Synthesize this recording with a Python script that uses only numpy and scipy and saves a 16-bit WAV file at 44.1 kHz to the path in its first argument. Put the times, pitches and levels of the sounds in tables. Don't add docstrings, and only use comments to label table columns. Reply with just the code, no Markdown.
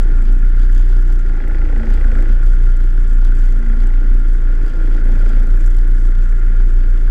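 import sys
import numpy as np
from scipy import signal
from scipy.io import wavfile
from scipy.ndimage import uniform_filter1d

SR = 44100
rng = np.random.default_rng(int(sys.argv[2]) if len(sys.argv) > 2 else 0)


def amplitude_ratio(level_db):
    exponent = np.asarray(level_db, float) / 20
    return 10 ** exponent


def put_to_file(sound):
    columns = np.atleast_2d(sound).T
    safe = np.clip(columns, -1, 1)
    whole_steps = np.round(safe * 32767)
    wavfile.write(sys.argv[1], SR, whole_steps.astype(np.int16))


N = 313110
COARSE = np.arange(0, N, 64)


def unit(x):
    return x / np.sqrt(np.mean(x ** 2))


def curves(table):
    s, *columns = np.transpose(table)
    return [np.interp(np.arange(N) / SR, s, column) for column in columns]


def refine(coarse_values):
    return np.interp(np.arange(N), COARSE, coarse_values)


def ring(x, hz, width_hz):
    return signal.lfilter(*signal.iirpeak(hz, hz / width_hz, fs=SR), x)


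def body(x, modes):
    out = np.zeros(N)
    for k, (hz, width_hz, level_db) in enumerate(modes):
        out += (-1) ** k * amplitude_ratio(level_db) * ring(x, hz, width_hz)
    return out


def walk(rate):
    hold = int(SR / rate)
    steps = np.repeat(rng.standard_normal(N // hold + 1), hold)
    return 1.36 * uniform_filter1d(uniform_filter1d(steps, hold), hold)[:N]


def blows(turns, place, scatter, scatter_db):
    chance = np.clip(rng.standard_normal((260, 3)), -2, 2)
    at = np.searchsorted(turns, np.arange(len(chance)) + place + scatter * chance[:, 0])
    force = np.sign(chance[:, 2]) * amplitude_ratio(scatter_db * chance[:, 1])
    out = np.zeros(N + 1)
    np.add.at(out, at, force * (at > 0))
    return out[:N]


def struck(events, delay_s):
    s, peak_db = np.transpose(events)
    out = np.zeros(N)
    out[((s + delay_s) * SR).astype(int)] = amplitude_ratio(peak_db)
    return out


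def smear(x, tail_s):
    reach_s = np.arange(-1000, 1001) / SR
    envelope = signal.oaconvolve(np.abs(x), np.exp(-np.abs(reach_s) / tail_s), "same")
    return envelope * rng.standard_normal(N)


# start_s [s], turns_hz [Hz], shake_db [dB]
IDLE_SPEED = [(0.0, 28.45, -8.2), (0.28, 30.7, -5.8), (1.01, 30.48, -6.6), (1.42, 27.88, -11.3),
              (1.82, 30.68, -6.4), (2.09, 29.63, -5.9), (2.34, 30.12, -5.4), (2.87, 29.75, -7.4),
              (3.22, 29.4, -6.5), (3.68, 30.15, -7.1), (4.11, 29.94, -6.2), (4.76, 29.01, -10.3),
              (4.95, 28.59, -7.4), (5.57, 30.29, -4.9), (5.77, 30.05, -6.0), (6.43, 29.66, -7.5),
              (6.59, 30.2, -6.0), (7.1, 29.82, -7.5)]
# start_s [s], sag_db [dB of shake], slow_hz [Hz of crank speed]
SINGLE_MISFIRES = [(0.121, 1.0, 1.48), (0.251, 3.0, 4.34), (0.393, 3.2, 3.86), (0.53, 2.4, 2.64),
                   (1.429, 3.1, 1.47), (1.55, 1.9, 1.29), (1.69, 3.8, 3.46), (1.764, 1.6, 1.51),
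                   (1.848, 12.3, 7.86), (1.995, 5.5, 4.94), (2.138, 5.2, 3.74), (2.262, 4.5, 3.59),
                   (2.402, 4.0, 3.08), (2.582, 1.3, 1.43), (3.363, 2.2, 1.28), (3.534, 1.5, 1.82),
                   (3.637, 5.9, 4.11), (3.764, 3.7, 2.89), (3.914, 2.8, 2.3), (4.035, 3.5, 2.3),
                   (4.229, 2.8, 2.0), (4.409, 2.6, 2.22), (4.569, 0.6, 1.65), (4.718, 5.5, 3.09),
                   (5.001, 3.5, 1.62), (5.163, 1.8, 1.41), (5.32, 3.3, 3.45), (5.47, 5.3, 3.8),
                   (5.604, 4.1, 2.73), (7.0, 2.5, 2.49)]
# first_s [s], spacing_s [s], count, sag_db [dB], slow_hz [Hz]
MISFIRE_RUNS = [
    (0.691, 0.177, 4, 1.6, 0.72),
    (2.784, 0.144, 3, 2.5, 1.78),
    (5.73, 0.135, 5, 2.5, 1.51),
    (6.393, 0.153, 4, 2.6, 2.32),
]


def crank():
    hz, shake_db = curves(IDLE_SPEED)
    misfires = list(SINGLE_MISFIRES)
    for first_s, spacing_s, count, *size in MISFIRE_RUNS:
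        misfires += [(first_s + k * spacing_s, *size) for k in range(count)]
    s, sag_db, slow_hz = np.transpose(misfires)
    since_s = COARSE[:, None] / SR - s
    sag_s, recover_s, slow_s = .03, .024, .02
    sag_db = np.exp(-.5 * (since_s / np.where(since_s < 0, sag_s, recover_s)) ** 2) @ sag_db
    slow_hz = np.exp(-.5 * (since_s / slow_s) ** 2) @ slow_hz
    start_turn = .388
    turns = start_turn + np.cumsum(hz - refine(slow_hz)) / SR
    trend = np.linspace(turns[0], turns[-1], N)
    flywheel = trend + uniform_filter1d(turns - trend, size=SR // 4, mode="nearest")
    return turns, shake_db - refine(sag_db), flywheel


# start_s [s], strain_db [dB about the mean]
MOUNT_STRAIN = [(0, 2.5), (.5, -1.5), (1.0, -2), (1.2, -1), (1.42, 2), (2.2, 6), (2.38, 1), (2.65, -0.5),
                (2.9, -1), (3.3, -1.5), (3.8, 0), (4.0, 0.5), (4.25, -2), (4.7, 1), (5.3, 5), (5.65, -0.5),
                (6.1, -1), (7.1, -0.5)]


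def controls(shake_db):
    mean_swing_db, swing_s, middle_s = -8, .25, 3.5
    swing_db = uniform_filter1d(shake_db, size=int(swing_s * SR)) - mean_swing_db
    return np.array([np.ones(N), *curves(MOUNT_STRAIN), swing_db, np.arange(N) / SR - middle_s])


# multiple, from_s [s], to_s [s], lift_db [dB]; a negative lift or from_s
# after to_s makes a dip, both together a swell
ORDER_SPELLS = [(2, -2, 0.8, 3), (2, 0.4, 2.16, 4.5), (2, 1.5, 3.1, 2.5), (2, 3.5, 4.7, 5.5),
                (2, 3.5, 6.3, -6), (3, .5, 0.89, 10.5), (3, 1.6, 2.7, 5), (3, 3.5, 3.1, 6),
                (3, 3, 4.1, 4.5), (3, 5, 4.95, 6), (3, 5, 7.2, 12), (4, -0.3, 1.1, 3.5), (4, 1.6, 1.59, 3),
                (4, 2.36, 2.3, 9), (4, 2.3, 2.68, 4.5), (4, 2.5, 3.48, 11), (4, 4, 5.5, 5.5),
                (5, 1, 1.36, 8.5), (5, 2, 3.6, -0.5), (5, 4.5, 4.1, 5.5), (6, 0.1, 1.3, -4),
                (6, 0.8, 1.9, 3), (6, 3.5, 3.34, -5), (6, 5.5, 7.2, 4), (7, -0.4, 1.1, 5), (7, 1.1, 1.7, 1),
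                (8, 0.2, .3, 8.5), (8, -1.5, .7, 4), (8, 1.1, 1.13, 11.5), (8, 1.75, 1.9, 12.5),
                (8, 1.8, 2.34, 9), (8, 3, 2.8, 4), (8, 3.05, 3.41, 10.5), (8, 3.5, 3.88, 15.5),
                (8, 4, 4.3, 10.5), (8, 5, 5.5, 11.5), (8, 6, 6.8, 5), (9, 5, 5.7, 10.5), (9, 6, 7.9, 5),
                (10, 0.2, 1.9, 9), (10, 2, 2.3, 14.5), (10, 3.7, 4.0, 5.5), (10, 4, 4.7, 9),
                (10, 6, 6.2, 4), (11, 0.8, 1.9, 12.5), (11, 2.1, 2.35, 13), (11, 4.5, 5.1, 13)]


def spell_db(multiple):
    t, edge_s = np.arange(N) / SR, 0.032
    lift = np.zeros(N)
    for k, from_s, to_s, lift_db in ORDER_SPELLS:
        if round(k) == multiple:
            lift += lift_db * (np.tanh((t - from_s) / edge_s) - np.tanh((t - to_s) / edge_s)) / 2
    return lift


# level_db [dB], per_strain [dB/dB], per_swing [dB/dB], settling [dB/s]
SECOND_ORDER = (-34, 1.12, 0.05, 0.56)
# lean [rad], per_strain [rad/dB], per_swing [rad/dB], settling [rad/s]
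CREST_LEAN = (0.23, -0.13, 0.39, 0.088)
# multiple, level_db [dB], per_strain [dB/dB], per_swing [dB/dB], settling [dB/s]
STRONG_ORDERS = [(3, -46.5, 0.01, 0.34, -0.56), (4, -51.5, 0.05, .1, -2), (8, -50.5, 0.41, .01, -0.7)]
# multiple, level_db [dB]
WEAK_ORDERS = [(5, -49.5), (6, -49.5), (7, -49.5), (9, -56), (10, -57), (11, -58)]


def shake(turns, shake_db, flywheel, state):
    def order(multiple, level_db, phase):
        return amplitude_ratio(level_db) * np.cos(2 * np.pi * multiple * flywheel + phase)

    out = amplitude_ratio(shake_db) * np.cos(2 * np.pi * turns)
    out += order(2, SECOND_ORDER @ state + spell_db(2) + 1.8 * walk(25), CREST_LEAN @ state)
    for k, *law in STRONG_ORDERS:
        wander_db = spell_db(k) + .5 * walk(3) + 1.2 * walk(20)
        out += order(k, law @ state + wander_db, np.pi + .35 * walk(5))
    for k, level_db in WEAK_ORDERS:
        wander_db = spell_db(k) + .5 * walk(3) + 2.6 * walk(20)
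        out += order(k, level_db + wander_db, np.pi + .9 * walk(9))
    return np.sqrt(2) * out


# centre_hz [Hz], width_hz [Hz], level_db [dB]
SILENCER_MODES = [(110, 56, 0.5), (162.2, 59.4, -5.5), (191.6, 32, -10), (232, 54.4, -3.5),
                  (289.4, 73.6, -1.5), (389.3, 56.8, -6)]
# level_db [dB], per_strain [dB/dB], per_swing [dB/dB], settling [dB/s]
EXHAUST_LEVEL = (-35.5, 0.65, -0.2, 0)


def exhaust(flywheel, state):
    strong = np.abs(blows(flywheel, .9, .035, 3.5))
    weak = amplitude_ratio(-13.0) * np.abs(blows(flywheel, .4, 0.012, 3.1))
    turbulence = rng.standard_normal(N) * amplitude_ratio(0.72 * walk(12))
    drive = unit(strong + weak) * amplitude_ratio(-5.5) + turbulence
    return unit(body(drive, SILENCER_MODES)) * amplitude_ratio(EXHAUST_LEVEL @ state - 0.5)


# start_s [s], cover_db [dB of cover ring], crack_db [dB of crack]
PISTON_SLAPS = [(1.2596, -51, -41), (1.2947, -48, -44), (1.3323, -43, -39), (1.3673, -38, -38),
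                (1.4021, -35, -34), (1.4378, -47, -35), (1.4741, -37, -33), (1.5091, -36, -36),
                (1.5453, -40, -31), (1.5814, -40, -34), (1.6164, -38, -34), (1.6522, -39, -33.5),
                (1.6886, -39, -35), (1.725, -34, -35), (1.7601, -34, -33), (1.7972, -35, -34),
                (1.8327, -36, -33.5), (1.8687, -36, -33.5), (1.9037, -35, -34), (1.94, -40, -37),
                (1.9752, -41, -34), (2.0106, -45.5, -32.5), (2.0446, -38, -43), (2.0806, -41, -39),
                (2.1158, -44, -29.5), (2.1522, -39, -33), (2.187, -40, -37), (2.2224, -40, -33.5),
                (2.2573, -43, -38), (2.2929, -44, -41), (2.326, -56, -44), (2.3636, -54, -46),
                (3.6279, -47, -40), (3.6629, -51, -40), (3.6977, -56, -41), (3.7299, -49, -41),
                (3.7664, -46, -43), (3.8008, -45, -39), (3.8337, -44, -41), (3.8673, -41, -41),
                (3.9024, -38, -37), (3.9371, -47, -37), (3.9727, -48, -45), (4.0081, -46, -45),
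                (4.0435, -51, -43), (4.9475, -47, -39), (4.9829, -55, -44), (5.0533, -46, -43),
                (5.0882, -41, -48), (5.1586, -42, -41), (5.1934, -42, -42), (5.2281, -47, -41),
                (5.26, -47, -45), (5.2988, -45, -45), (5.3326, -48, -41), (5.3675, -50, -41),
                (5.4019, -45, -48), (5.437, -44, -42)]
# centre_hz [Hz], width_hz [Hz], level_db [dB]
CASING_MODES = [(1093, 78, -12), (1336, 84, -7), (1408.5, 34.6, 2.5), (1509, 73, -2), (1589, 102, -3),
                (1688, 132, -4.5), (2049, 155, -12), (2436, 180, -19)]
# level_db [dB], per_strain [dB/dB], per_swing [dB/dB], settling [dB/s]
KNOCK_LEVEL = (-57.3, 1.45, -.5, -.65)


def knock(state):
    level_db = KNOCK_LEVEL @ state
    slack_db, slack_span_db = -51.8, 1.1
    slack = 1 / (1.5 + np.exp((slack_db - level_db) / slack_span_db))
    churn = (1 - .92 * slack) * unit(ring(ring(rng.standard_normal(N), 820, 140), 820, 140))
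    s, cover_db, crack_db = np.transpose(PISTON_SLAPS)
    cover_blow = struck(np.c_[s, cover_db], 0.00252)
    cover = amplitude_ratio(44.5) * ring(ring(cover_blow, 823, 96), 823, 96)
    slap = struck(np.c_[s, crack_db], 0.00117)
    slap = slap + .025 * smear(slap, .001)
    crack = amplitude_ratio(26) * ring(ring(ring(slap, 2050, 1200), 2050, 1200), 2050, 1200)
    bore = amplitude_ratio(33) * ring(ring(slap, 1970, 260), 1970, 260)
    casing = amplitude_ratio(24) * body(slap, CASING_MODES)
    return amplitude_ratio(level_db - 1.0) * churn + cover + crack + bore + casing


# level_db [dB], per_strain [dB/dB], per_swing [dB/dB], settling [dB/s]
RATTLE_LEVEL = (-43, 0.49, -0.05, -0.1)


def rattle(flywheel, state):
    bursts = sum(smear(blows(flywheel, place, 0.025, 2.8), .0015) for place in (.28, .66, .72))
    churn = rng.standard_normal(N) * amplitude_ratio(0.72 * walk(17))
    drive = amplitude_ratio(-3.0) * unit(bursts) + churn
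    return unit(body(drive, CASING_MODES)) * amplitude_ratio(RATTLE_LEVEL @ state)


# centre_hz [Hz], width_hz [Hz], level_db [dB]
AIR_BOX_MODES = [(465, 98, -1.5), (559.5, 147, -3), (642, 93, -5.5)]
# level_db [dB], per_strain [dB/dB], per_swing [dB/dB], settling [dB/s]
INTAKE_LEVEL = (-47.5, 1.5, -0.5, 0.1)


def intake(flywheel, state):
    gulp = 1 + 0.53 * np.cos(2 * np.pi * (flywheel - .95))
    air = gulp * rng.standard_normal(N) * amplitude_ratio(0.52 * walk(15))
    return unit(body(air, AIR_BOX_MODES)) * amplitude_ratio(INTAKE_LEVEL @ state - 1.5)


# place [turns], scatter [turns], level_db [dB], scatter_db [dB]
SLACK_STRIKES = [(.79, .035, 0, 3), (.72, .04, -3, 3), (.27, .012, -2, 3), (.68, .05, -7, 3.5),
                 (.84, .04, -6, 3.5), (.36, .08, -8, 4), (.5, .15, -9, 4), (.6, .2, -10, 4)]


def slack_strikes(turns, shake_db):
    swing = amplitude_ratio(0.53 * (shake_db - uniform_filter1d(shake_db, size=SR // 4)))
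    strikes = np.zeros(N)
    for place, scatter, level_db, scatter_db in SLACK_STRIKES:
        strikes += amplitude_ratio(level_db) * np.abs(blows(turns, place, scatter, scatter_db))
    return unit(smear(strikes * swing * amplitude_ratio(1.6 * walk(14) + 1.2 * walk(5)), .0004))


# middle_s [s], half_s [s], lift_db [dB]
CHATTER_SPELLS = [(0.327, 0.018, 1), (.48, 0.027, 1), (.62, .04, 6), (.78, .04, 4.5), (.84, .015, 2),
                  (.93, 0.045, 3.5), (1.115, .02, 5), (1.92, .02, 5.5), (2.475, 0.013, 5), (3.26, .03, 5),
                  (3.44, .02, 7), (3.673, 0.024, 0.5), (4.473, 0.035, -0.5), (4.694, .03, 5),
                  (4.76, 0.013, 4), (5.1, .02, 4.5), (5.38, .03, 1.5), (5.718, 0.027, 1.5),
                  (5.98, .025, -0.5), (6.249, 0.026, 1), (6.607, 0.018, 3), (6.88, 0.015, 2.5)]


def chatter_lift():
    middle_s, half_s, lift_db = np.transpose(CHATTER_SPELLS)
    return refine(np.exp(-((COARSE[:, None] / SR - middle_s) / half_s) ** 2) @ lift_db)


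# centre_hz [Hz], width_hz [Hz], level_db [dB]
CLUTCH_MODES = [(5860, 1500, -4.5), (7740, 580, 1), (9700, 1800, -10.5), (10970, 530, -2.5),
                (12000, 1200, -1.5), (14600, 2400, -10)]
# start_s [s], peak_db [dB]
HARD_TICKS = [(0.03, -40), (0.222, -43), (0.3252, -38), (0.4569, -51), (0.4953, -44), (0.7302, -39),
              (0.7477, -34), (0.7791, -36), (0.8113, -39), (1.024, -44), (1.1253, -41), (1.1593, -41),
              (1.1934, -40), (1.4808, -38), (1.9395, -37), (2.0043, -41), (2.048, -45), (2.1166, -41),
              (2.148, -44), (2.2243, -36), (2.2842, -41), (2.3271, -45), (2.394, -46), (2.421, -49),
              (2.4329, -41), (2.4518, -47), (2.464, -35.5), (2.5331, -46), (2.6556, -40), (2.7672, -36.5),
              (2.8055, -42), (2.9058, -46), (2.9417, -45), (3.249, -41), (3.3503, -45), (3.5918, -42),
              (3.8252, -44), (3.8382, -42), (3.8705, -36), (3.922, -50), (4.009, -50), (4.0407, -47),
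              (4.0602, -47), (4.1432, -41.5), (5.0409, -42), (5.0534, -40), (5.0836, -45), (5.2919, -39),
              (5.3973, -37), (5.4321, -42), (5.4889, -48), (5.508, -44), (5.5553, -49), (5.5722, -38.5),
              (5.662, -34.5), (5.7668, -35.5), (5.8777, -38), (6.0676, -49), (6.7374, -46), (6.7865, -49)]
# level_db [dB], per_strain [dB/dB], per_swing [dB/dB], settling [dB/s]
TICKS_LEVEL = (-60.5, 0.12, 0.9, 0.03)


def clutch(bursts, clatter_db, state):
    flutter_db = 6.5 * np.clip(walk(150), -2.2, 1.5) + 2.5 * walk(12)
    hiss = ring(ring(rng.standard_normal(N), 7000, 8000), 7000, 8000) * amplitude_ratio(flutter_db)
    hiss_top_hz = 12900
    hiss = signal.sosfilt(signal.cheby2(8, 14, hiss_top_hz * 1.05, fs=SR, output="sos"), hiss)
    level_db = TICKS_LEVEL @ state + 0.61 * clatter_db
    small = unit(body(bursts + 0.58 * hiss, CLUTCH_MODES)) * amplitude_ratio(level_db - 0.47)
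    hard = amplitude_ratio(7.0) * body(smear(struck(HARD_TICKS, 0.00092), 0.00042), CLUTCH_MODES)
    return small + hard


# centre_hz [Hz], width_hz [Hz], level_db [dB]
FITTING_MODES = [(2770, 580, -5), (3347, 376, -1.5), (4760, 400, -7)]
# start_s [s], peak_db [dB]
FITTING_SNAPS = [(0.0358, -50), (0.0752, -46), (0.119, -41), (0.2543, -39), (0.3321, -38), (0.592, -43),
                 (0.6439, -36), (0.749, -34.5), (0.7791, -39), (0.8003, -44), (0.8111, -38.5),
                 (0.8385, -49), (0.9009, -39), (0.9328, -37), (0.9677, -35), (1.1019, -35), (1.1573, -47),
                 (1.1922, -42), (1.263, -40), (1.288, -38), (1.3713, -48), (1.4685, -48), (1.5733, -48),
                 (1.6472, -44), (1.7604, -45), (1.8572, -33.5), (1.9036, -40), (1.9749, -52), (2.0423, -51),
                 (2.1151, -48), (2.141, -45), (2.327, -46), (2.4314, -43), (2.4638, -44), (2.7024, -41),
                 (3.0096, -46), (3.0804, -48), (3.1822, -45), (3.2166, -44.5), (3.2495, -35),
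                 (3.3967, -33.5), (3.4875, -41), (3.6516, -45), (3.7234, -46), (3.8347, -44.5),
                 (4.142, -48), (4.6513, -45), (4.6853, -41), (4.757, -41.5), (4.9182, -41), (4.968, -33),
                 (5.2844, -41.5), (5.4031, -41), (5.5049, -37), (5.7867, -55), (5.7867, -31), (5.8775, -44),
                 (6.0816, -45), (6.6089, -51), (6.6089, -34.5)]
# start_s [s], peak_db [dB]
HOUSING_THUDS = [(0.332, -41), (0.604, -39), (0.636, -37), (0.747, -41), (0.779, -44), (0.8, -32),
                 (0.9, -36), (0.932, -39), (0.967, -32.5), (1.093, -36), (1.106, -34), (1.139, -40),
                 (3.225, -32), (3.249, -43), (3.262, -40), (3.276, -35), (3.309, -37), (3.397, -38),
                 (3.428, -40), (3.446, -42), (4.756, -41), (4.967, -46), (5.403, -42), (5.786, -37),
                 (6.608, -34)]
# level_db [dB], per_strain [dB/dB], per_swing [dB/dB], settling [dB/s]
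FITTINGS_LEVEL = (-58.5, 0.38, 0.5, -0.2)


def fittings(bursts, clatter_db, state):
    level_db = FITTINGS_LEVEL @ state + clatter_db
    drive = 0.62 * bursts + rng.standard_normal(N) * amplitude_ratio(2.0 * walk(40))
    jingle = unit(body(drive, FITTING_MODES)) * amplitude_ratio(level_db - 0.5)
    snaps = struck(FITTING_SNAPS, .0008)
    snaps = snaps + .06 * smear(snaps, .001)
    snap = amplitude_ratio(13) * ring(ring(snaps, 4300, 3500), 4300, 3500)
    snap_edge = amplitude_ratio(5) * ring(struck(FITTING_SNAPS, 0.00089), 10000, 9000)
    thud = amplitude_ratio(32.0) * ring(ring(struck(HOUSING_THUDS, 0.001), 750, 600), 750, 600)
    return jingle + snap + snap_edge + thud


def rumble():
    return amplitude_ratio(-31) * unit(ring(ring(rng.standard_normal(N), 46, 25), 38, 50))


def scene():
    turns, shake_db, flywheel = crank()
    state = controls(shake_db)
    engine = exhaust(flywheel, state) + knock(state) + rattle(flywheel, state) + intake(flywheel, state)
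    bursts = slack_strikes(turns, shake_db)
    clatter_db = chatter_lift()
    loose = clutch(bursts, clatter_db, state) + fittings(bursts, clatter_db, state)
    return (shake(turns, shake_db, flywheel, state) + engine + loose + rumble())[None]


# middle_s [s], half_s [s], bands that still pass [Hz]
TREBLE_DROPOUTS = [
    (3.154, .009, (3000, 3800, 7600, 12100)),
    (3.707, .007, (3300, 5100, 6600, 7700, 8500)),
    (5.029, .0075, (4600,)),
]


def starve(x):
    treble = signal.sosfiltfilt(signal.butter(6, 2800, "high", fs=SR, output="sos"), x)
    out = x
    for middle_s, half_s, bands in TREBLE_DROPOUTS:
        gate = np.exp(-((np.arange(N) / SR - middle_s) / half_s) ** 4)
        passed = sum(amplitude_ratio(9) * ring(ring(treble, hz, 150), hz, 150) for hz in bands)
        out = out + .98 * gate * (passed - treble)
    return out


def roll_off(x):
    return signal.sosfilt(signal.butter(12, 15830, fs=SR, output="sos"), x)


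def record(dry):
    housing_hz = 12600
    dulled = signal.sosfiltfilt(signal.butter(2, housing_hz, fs=SR, output="sos"), dry)
    return roll_off(starve(dulled))


dry = scene()
out = record(dry)
put_to_file(out)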